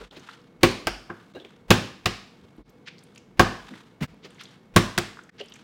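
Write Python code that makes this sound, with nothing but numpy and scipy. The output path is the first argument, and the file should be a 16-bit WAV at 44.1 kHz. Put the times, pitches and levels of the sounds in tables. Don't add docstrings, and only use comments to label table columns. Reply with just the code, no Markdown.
import sys
import numpy as np
from scipy import signal
from scipy.fft import rfft, irfft, next_fast_len
from scipy.io import wavfile
from scipy.ndimage import map_coordinates

SR = 44100
rng = np.random.default_rng(int(sys.argv[2]) if len(sys.argv) > 2 else 0)


def invert_db(x):
    u = np.asarray(x, float) / 20
    return 10 ** u


def generate_wav(sig):
    pcm = np.round(np.clip(np.atleast_2d(sig).T, -1, 1) * 32767).astype(np.int16)
    wavfile.write(sys.argv[1], SR, pcm)


N = 248283


def unit(x):
    return x / np.sqrt(np.mean(x ** 2) + 1e-20)


def peak(x):
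    return x / np.abs(x).max()


def along(points, hz):
    f, v = np.transpose(points)
    return np.interp(np.log(hz + 1), np.log(f + 1), v)


def filtered(x, response):
    m = next_fast_len(len(x) + 4096)
    return irfft(rfft(x, m) * response(np.fft.rfftfreq(m, 1 / SR)), m)[:len(x)]


def noise(spectrum, size):
    return unit(filtered(rng.standard_normal(size), lambda hz: invert_db(along(spectrum, hz))))


def resonance(f, hz, width):
    return 1j * f * width / (hz * hz - f * f + 1j * f * width)


def fall(t, t60, rise):
    return (1 - np.exp(-t / rise)) * invert_db(-60 * t / t60)


def clock(seconds):
    return np.arange(int(SR * seconds)) / SR


def add(track, s, sound):
    part = track[max(round(s * SR), 0):][:len(sound)]
    part += sound[:len(part)]


# f/Hz, t60/s
ROOM_T60 = [(60, 0.32), (250, 0.48), (800, 0.5), (2000, 0.5), (5000, 0.52), (9000, .45), (13000, 0.42)]
# f/Hz, level/dB
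ROOM_TONE = [(60, -6), (300, -2.5), (1500, 0), (5000, 2.5), (9000, -0.5), (14000, -8)]


def room(x, wet_db):
    hz, t, z = signal.stft(rng.standard_normal(SR // 2), SR, nperseg=256)
    decay_db = along(ROOM_TONE, hz)[:, None] - 60 * t / along(ROOM_T60, hz)[:, None]
    tail = signal.istft(z * invert_db(decay_db), SR, nperseg=256)[1]
    tail = np.pad(tail / np.linalg.norm(tail), (300, 0))[:len(x)]

    f = np.fft.rfftfreq(len(x), 1 / SR)
    total = np.cumsum(np.abs(rfft(x)) ** 2)
    half = 25 + .09 * f
    even = (np.interp(f + half, f, total) - np.interp(f - half, f, total)) / (2 * half / f[1])
    return x + invert_db(wet_db) * irfft(rfft(tail, len(x)) * np.sqrt(np.abs(even)), len(x))


# f/Hz, level/dB per Hz
HUM = [(15, -41), (25, -16), (76, -17), (111, -4.5), (197, 0), (400, -10), (490, -4.5), (760, -90.5)]
# f/Hz, level/dB per Hz
AIR = [(300, -41), (568, -17.5), (979, -21), (1510, -25.5), (2210, -32.5), (2400, -32), (10500, -50.5),
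       (16000, -52)]
# f/Hz, level/dB
WHINE = (2197, -75)


def house():
    whine_hz, whine_db = WHINE
    whine = invert_db(whine_db) * np.sin(2 * np.pi * whine_hz * np.arange(N) / SR)
    return invert_db(-57) * noise(HUM, N) + invert_db(-66.5) * noise(AIR, N) + whine


# start t/s, hold/s, level/dB
MOVES = [(0, 0.01, -55), (.24, 0.069, -59), (1.12, 0.4, -68.5), (2.26, 0.18, -69.5), (2.596, 0.18, -76.5),
         (3.004, 0.16, -72), (3.675, 0.097, -58.5), (4.358, 0.16, -64), (4.5, 0.023, -74.5),
         (5.127, 0.32, -79), (5.528, .05, -65.5), (5.6, .05, -64)]
# f/Hz, level/dB per Hz
CLOTH = [(400, -31.5), (800, -1), (1500, 1.5), (2400, -3.5), (3500, -1), (4800, -10), (8000, -17),
         (16000, -35.5)]


def rustle():
    rise_db_per_s, fall_db_per_s, lumps_per_s = 74, 91, 140
    t = np.arange(N) / SR
    effort = np.zeros(N)
    for s, hold, db in MOVES:
        before, after = np.clip(s - t, 0, None), np.clip(t - s - hold, 0, None)
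        effort += invert_db(db - rise_db_per_s * before - fall_db_per_s * after) ** 2
    knots = rng.standard_normal(int(N * lumps_per_s / SR) + 4)
    lumps = invert_db(3.5 * map_coordinates(knots, [t * lumps_per_s]))
    return invert_db(3.5) * np.sqrt(effort) * unit(lumps * noise(CLOTH, N))


# t/s, peak level/dB
SWAYS = [(0, -47.5), (0.636, -37), (0.891, -39.5), (1.708, -40), (2.06, -42), (2.581, -49), (3.395, -32),
         (3.6, -55.5), (4.009, -49), (4.759, -32.5), (4.982, -48)]


def sways():
    out, t = np.zeros(N), clock(.5)
    swing = fall(t, t60=.32, rise=0.022) * np.sin(2 * np.pi * 47.6 * t)
    for s, db in SWAYS:
        add(out, s, invert_db(db + 7.0) * swing)
    return out


# t/s of the peak, level/dB
SLIPS = [
    (0.17, -48),
    (2.881, -41.5),
    (4.251, -44),
    (4.411, -42.5),
    (5.402, -42.5),
]


def slips():
    out, t = np.zeros(N), clock(.5) - .025
    hz, swell_s, t60_s = 2820, .009, 0.058
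    swell = np.where(t < 0, np.exp(t / swell_s), invert_db(-60 * t / t60_s))

    def skin(f):
        return resonance(f, hz, 1.9 * hz) ** 3 / (1 + (f / 6000) ** 4)

    for s, db in SLIPS:
        hiss = unit(filtered(rng.standard_normal(len(t)), skin))
        add(out, s + t[0], invert_db(db) * room(hiss * swell, wet_db=-10))
    return out


# t/s, peak level/dB, f/Hz, hiss level/dB
BUMPS = [(0.009, -34, 386, -21), (0.123, -40.5, 464, -7), (0.167, -35.5, 300, -5.5), (1.351, -28, 365, -20),
         (1.403, -36.5, 400, -14), (1.444, -35, 390, -13), (2.581, -35, 311, -26), (3.711, -31.5, 238, -26),
         (3.742, -37, 240, -19), (4.008, -17, 170, -9.5), (4.024, -18.5, 129, -7.5),
         (4.247, -38.5, 355, -2.5), (5.404, -28, 402, -23)]


def bumps():
    out, t = np.zeros(N), clock(.5)
    for s, db, hz, hiss_db in BUMPS:
        shape = fall(t, t60=0.1, rise=4 / hz)
        low = unit(filtered(rng.standard_normal(len(t)),
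                            lambda f: resonance(f, hz, 0.71 * hz) * resonance(f, hz, 0.67 * hz)))
        puff = low + invert_db(hiss_db) * noise(SPLASH, len(t))
        add(out, s - .003, invert_db(db - 4.5) * room(puff * shape / np.abs(low * shape).max(), wet_db=-20.5))
    return out


def clicks(rows, t60, wet_db=-11.5):
    out, t = np.zeros(N), np.arange(SR // 3) / SR
    for s, db, hz in rows:
        shake = rng.standard_normal((2, len(t)))
        width = .006 * hz / t60
        ring = unit(filtered(shake[0], lambda f: resonance(f, hz, width) * resonance(f, hz, 2 * width)))
        click = unit(filtered(shake[1], lambda f: resonance(f, 0.72 * hz, 1.3 * hz) ** 3))
        sound = ring * fall(t, t60, rise=.0007) + .5 * click * fall(t, 0.0029, 0.0028)
        add(out, s, invert_db(db) * room(peak(sound), wet_db))
    return out


# t/s, peak level/dB, f/Hz
DROPS = [(.11, -43.5, 3500), (0.195, -48, 6300), (0.312, -44, 3900), (.333, -48, 4240), (.415, -57, 4560),
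         (2.565, -66, 10980), (2.636, -45, 4080), (2.693, -57, 6360), (2.698, -59, 13760),
         (2.982, -45.5, 4440), (2.989, -49, 5630), (3.036, -51, 8670), (3.149, -53, 6870),
         (3.157, -54.5, 9170), (3.159, -47.5, 4190), (3.178, -44.5, 6120), (4.305, -53.5, 7800),
         (4.345, -54, 6560), (4.435, -41, 6300), (4.484, -61.5, 7300), (4.411, -48, 10600),
         (5.235, -52.5, 6500), (5.293, -52.5, 4770), (5.44, -58, 9900), (5.458, -53.5, 7570),
         (5.497, -57, 13000), (5.484, -46, 5300), (5.538, -42, 6120), (5.557, -47, 7430)]


def drops():
    return clicks(DROPS, t60=.022)


# t/s, peak level/dB, f/Hz
TICKS = [(0.0126, -38, 1320), (0.2878, -32.5, 1370), (1.093, -38, 900), (1.106, -38, 1610),
         (1.112, -41, 710), (1.101, -27, 1140), (1.3992, -40, 3320), (1.4478, -36, 2734),
         (2.8742, -37, 1750), (2.8831, -33, 2270), (3.158, -46.5, 2720), (3.1748, -44, 2534),
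         (3.7375, -36.5, 1610), (4.3831, -45.5, 1884), (4.3967, -40.5, 2840), (4.4105, -36, 1830),
         (4.4543, -38.5, 3500), (4.4755, -51.5, 3260), (5.1708, -36, 1285), (5.19, -34, 1500),
         (5.2911, -43.5, 1770), (5.41, -30.5, 2830), (5.521, -37.5, 3100), (5.5561, -42, 2500)]


def crackles():
    return clicks(TICKS, t60=0.024)


# t/s, peak level/dB, f/Hz
GRIP = [
    (1.347, -49, 3900),
    (1.348, -50.5, 2810),
    (1.36, -47, 1617),
    (1.4, -51.5, 3450),
]


def grips():
    return clicks(GRIP, t60=.15)


# t/s, peak level/dB, f/Hz
CAPS = [
    (2.059, -12, 2605),
    (4.98, -16, 1430),
]


def caps():
    return clicks(CAPS, t60=0.013)


# t/s, peak level/dB, f/Hz
SNAPS = [
    (.668, -29, 6600),
    (.713, -32, 4870),
    (4.842, -43, 7860),
    (4.9855, -10.5, 5430),
]


def snaps():
    return clicks(SNAPS, t60=.006, wet_db=-18.5)


# f/Hz, level/dB per Hz
AFTER_HISS = [(2000, -17.5), (5000, 3), (9000, -4.5), (16000, -8.5)]


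def after_hiss():
    out, t = np.zeros(N), clock(.75)
    shape = fall(t, t60=1.6, rise=.02) * np.cos(np.pi / 2 * t / t[-1])
    for s, slap_db, *_ in BLOWS:
        add(out, s, invert_db(-57.5 + .5 * slap_db) * noise(AFTER_HISS, len(t)) * shape)
    return out


def sloshes():
    out, t = np.zeros(N), clock(.01)
    level_db, grains_per_s, t60_s, spread_db, middle_hz = -24, 300, 0.16, 3, 2400
    for s, *_, splash_db in BLOWS:
        gap, size, tone = rng.random((3, 120))
        late = 0.0089 + np.cumsum(-np.log(1 - gap)) / grains_per_s
        pitch = middle_hz * np.exp(2.4 * (tone - .5))
        for dt, e, hz in zip(late, 2 * size, pitch):
            grain = np.sin(2 * np.pi * hz * t) * np.exp(-hz * t / 2.0)
            db = splash_db + level_db + spread_db * (e + 0.5) - 60 * dt / t60_s
            add(out, s + dt, invert_db(db) * grain)
    return out


def onset_hiss():
    out, ramp = np.zeros(N), np.linspace(0, 1, SR // 44)
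    for s, *_, splash_db in BLOWS:
        body = noise([(200, -21), (700, 6.5), (1500, -14.0), (3000, -35)], len(ramp))
        hiss = noise(SPLASH, len(ramp)) + 0.24 * body
        add(out, s - len(ramp) / SR, invert_db(splash_db - 46.5 + 1.0 * ramp) * hiss)
    return out


# t/s, slap peak level/dB, table level/dB, shell level/dB, splash level/dB
BLOWS = [
    (.632, -13.5, -18, -11, -8),
    (0.87, -23, -36.5, -31.5, -15.5),
    (1.1, -32.5, -41, -37, -74),
    (1.705, -15.5, -11, -14.5, -7),
    (2.0575, -23.5, -26.5, -28, -15.5),
    (3.395, -8, -15, -13.5, -9.5),
    (4.762, -13, -12.5, -14.5, -8.5),
    (4.978, -27.5, -27.5, -26, -15.5),
]
# f/Hz, level/dB, t60/s
TABLE = [(105.8, -2, 0.33), (172.8, 5.5, 0.11), (197.7, -10.5, 0.49)]
# f/share of its main pitch, level/dB, t60/s
SHELL = [(.7, -2.5, 0.37), (0.922, -9.5, 0.28), (0.999, 7.5, 0.18), (1.19, -0.5, 0.14), (1.519, -3, 0.19),
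         (1.818, -5, .1)]
# f/Hz, width/Hz, level/dB
WALL = [(750, 55, 6), (940, 90, -6), (1113, 45, 7), (1330, 60, -6), (1560, 90, 3)]
# f/Hz, level/dB per Hz
SPLASH = [(300, 2), (1000, -1.5), (2500, -2), (4500, -10.5), (8000, -19.5), (12000, -27.5), (16000, -21.5)]
# f/Hz, level/dB per Hz
CRACK = [(1000, -19.5), (3000, 8), (8000, -2), (16000, -15)]


def wall(f):
    modes = sum((-1) ** k * invert_db(db) * resonance(f, hz, w) for k, (hz, w, db) in enumerate(WALL))
    return modes / (1 + 1j * f / 2500) ** 2


def landings():
    out, t = np.zeros(N), clock(.75)
    shell_hz = 348
    squash = 1 + 1.6 * invert_db(-60 * t / 0.12)
    press = 1 - np.exp(-(t / .005) ** 2)
    table = sum(invert_db(db) * fall(t, t60, 0.0014) * press * np.sin(2 * np.pi * hz * t) for hz, db, t60 in TABLE)
    for s, slap_db, table_db, shell_db, splash_db in BLOWS:
        shell = sum(invert_db(db + rng.normal(0, 1)) * fall(t, t60, 0.0039) * np.sin(2 * np.pi * k * shell_hz * t)
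                    for k, db, t60 in SHELL)

        contact_s = 0.042 + 0.054 * invert_db(slap_db)
        jolts = rng.standard_normal(len(t)) * fall(t, contact_s, 0.00065)
        first_contact = 0.49 * (np.arange(len(t)) == 30)
        slap = peak(filtered(jolts / np.linalg.norm(jolts) + first_contact, wall))

        spray_s = 0.04 + 0.12 * invert_db(splash_db)
        spray = noise(SPLASH, len(t)) * fall(t, spray_s, 0.0016)
        crack = noise(CRACK, len(t)) * fall(t, 0.0088, 0.00047)
        splash = peak(spray + 1.6 * crack)

        air = invert_db(shell_db) * peak(squash * shell) + invert_db(slap_db) * slap + invert_db(splash_db) * splash
        add(out, s, room(1.49 * air, wet_db=-10.5))
        wood = invert_db(table_db + 2.5) * room(peak(squash * table), wet_db=-7.0)
        add(out, s - .004, wood)
    return out


def scene():
    between_blows = rustle() + slips() + bumps() + crackles() + grips()
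    fine_sounds = drops() + after_hiss() + sloshes()
    around_blows = landings() + onset_hiss() + sways() + caps() + snaps()
    return (house() + between_blows + fine_sounds + around_blows)[None]


def roll_off(x):
    return signal.sosfilt(signal.butter(12, 17040, fs=SR, output="sos"), x)


# t/s, fade out/s, fade in/s
CUTS = [
    (0.103, 0.042, 0.0099),
    (1.335, 0.016, 0.0027),
    (2.638, 0.027, 0.047),
    (4.071, 0.044, 0.036),
    (5.306, 0.0074, 0.047),
]
# f/Hz, level/dB
MIC = [(20, -11.5), (40, 2), (15900, 2), (16050, -25.5), (17000, -40.5)]


def record(dry):
    t = np.arange(N) / SR
    fades = [np.clip(np.maximum((s - t) / out, (t - s) / back), .03, 1) for s, out, back in CUTS]
    x = filtered(dry[0] * np.prod(fades, axis=0), lambda hz: invert_db(along(MIC, hz)))[None]
    x = x / (1 + np.abs(x) ** 12) ** (1 / 12)
    return roll_off(x)


dry = scene()
out = record(dry)
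generate_wav(out)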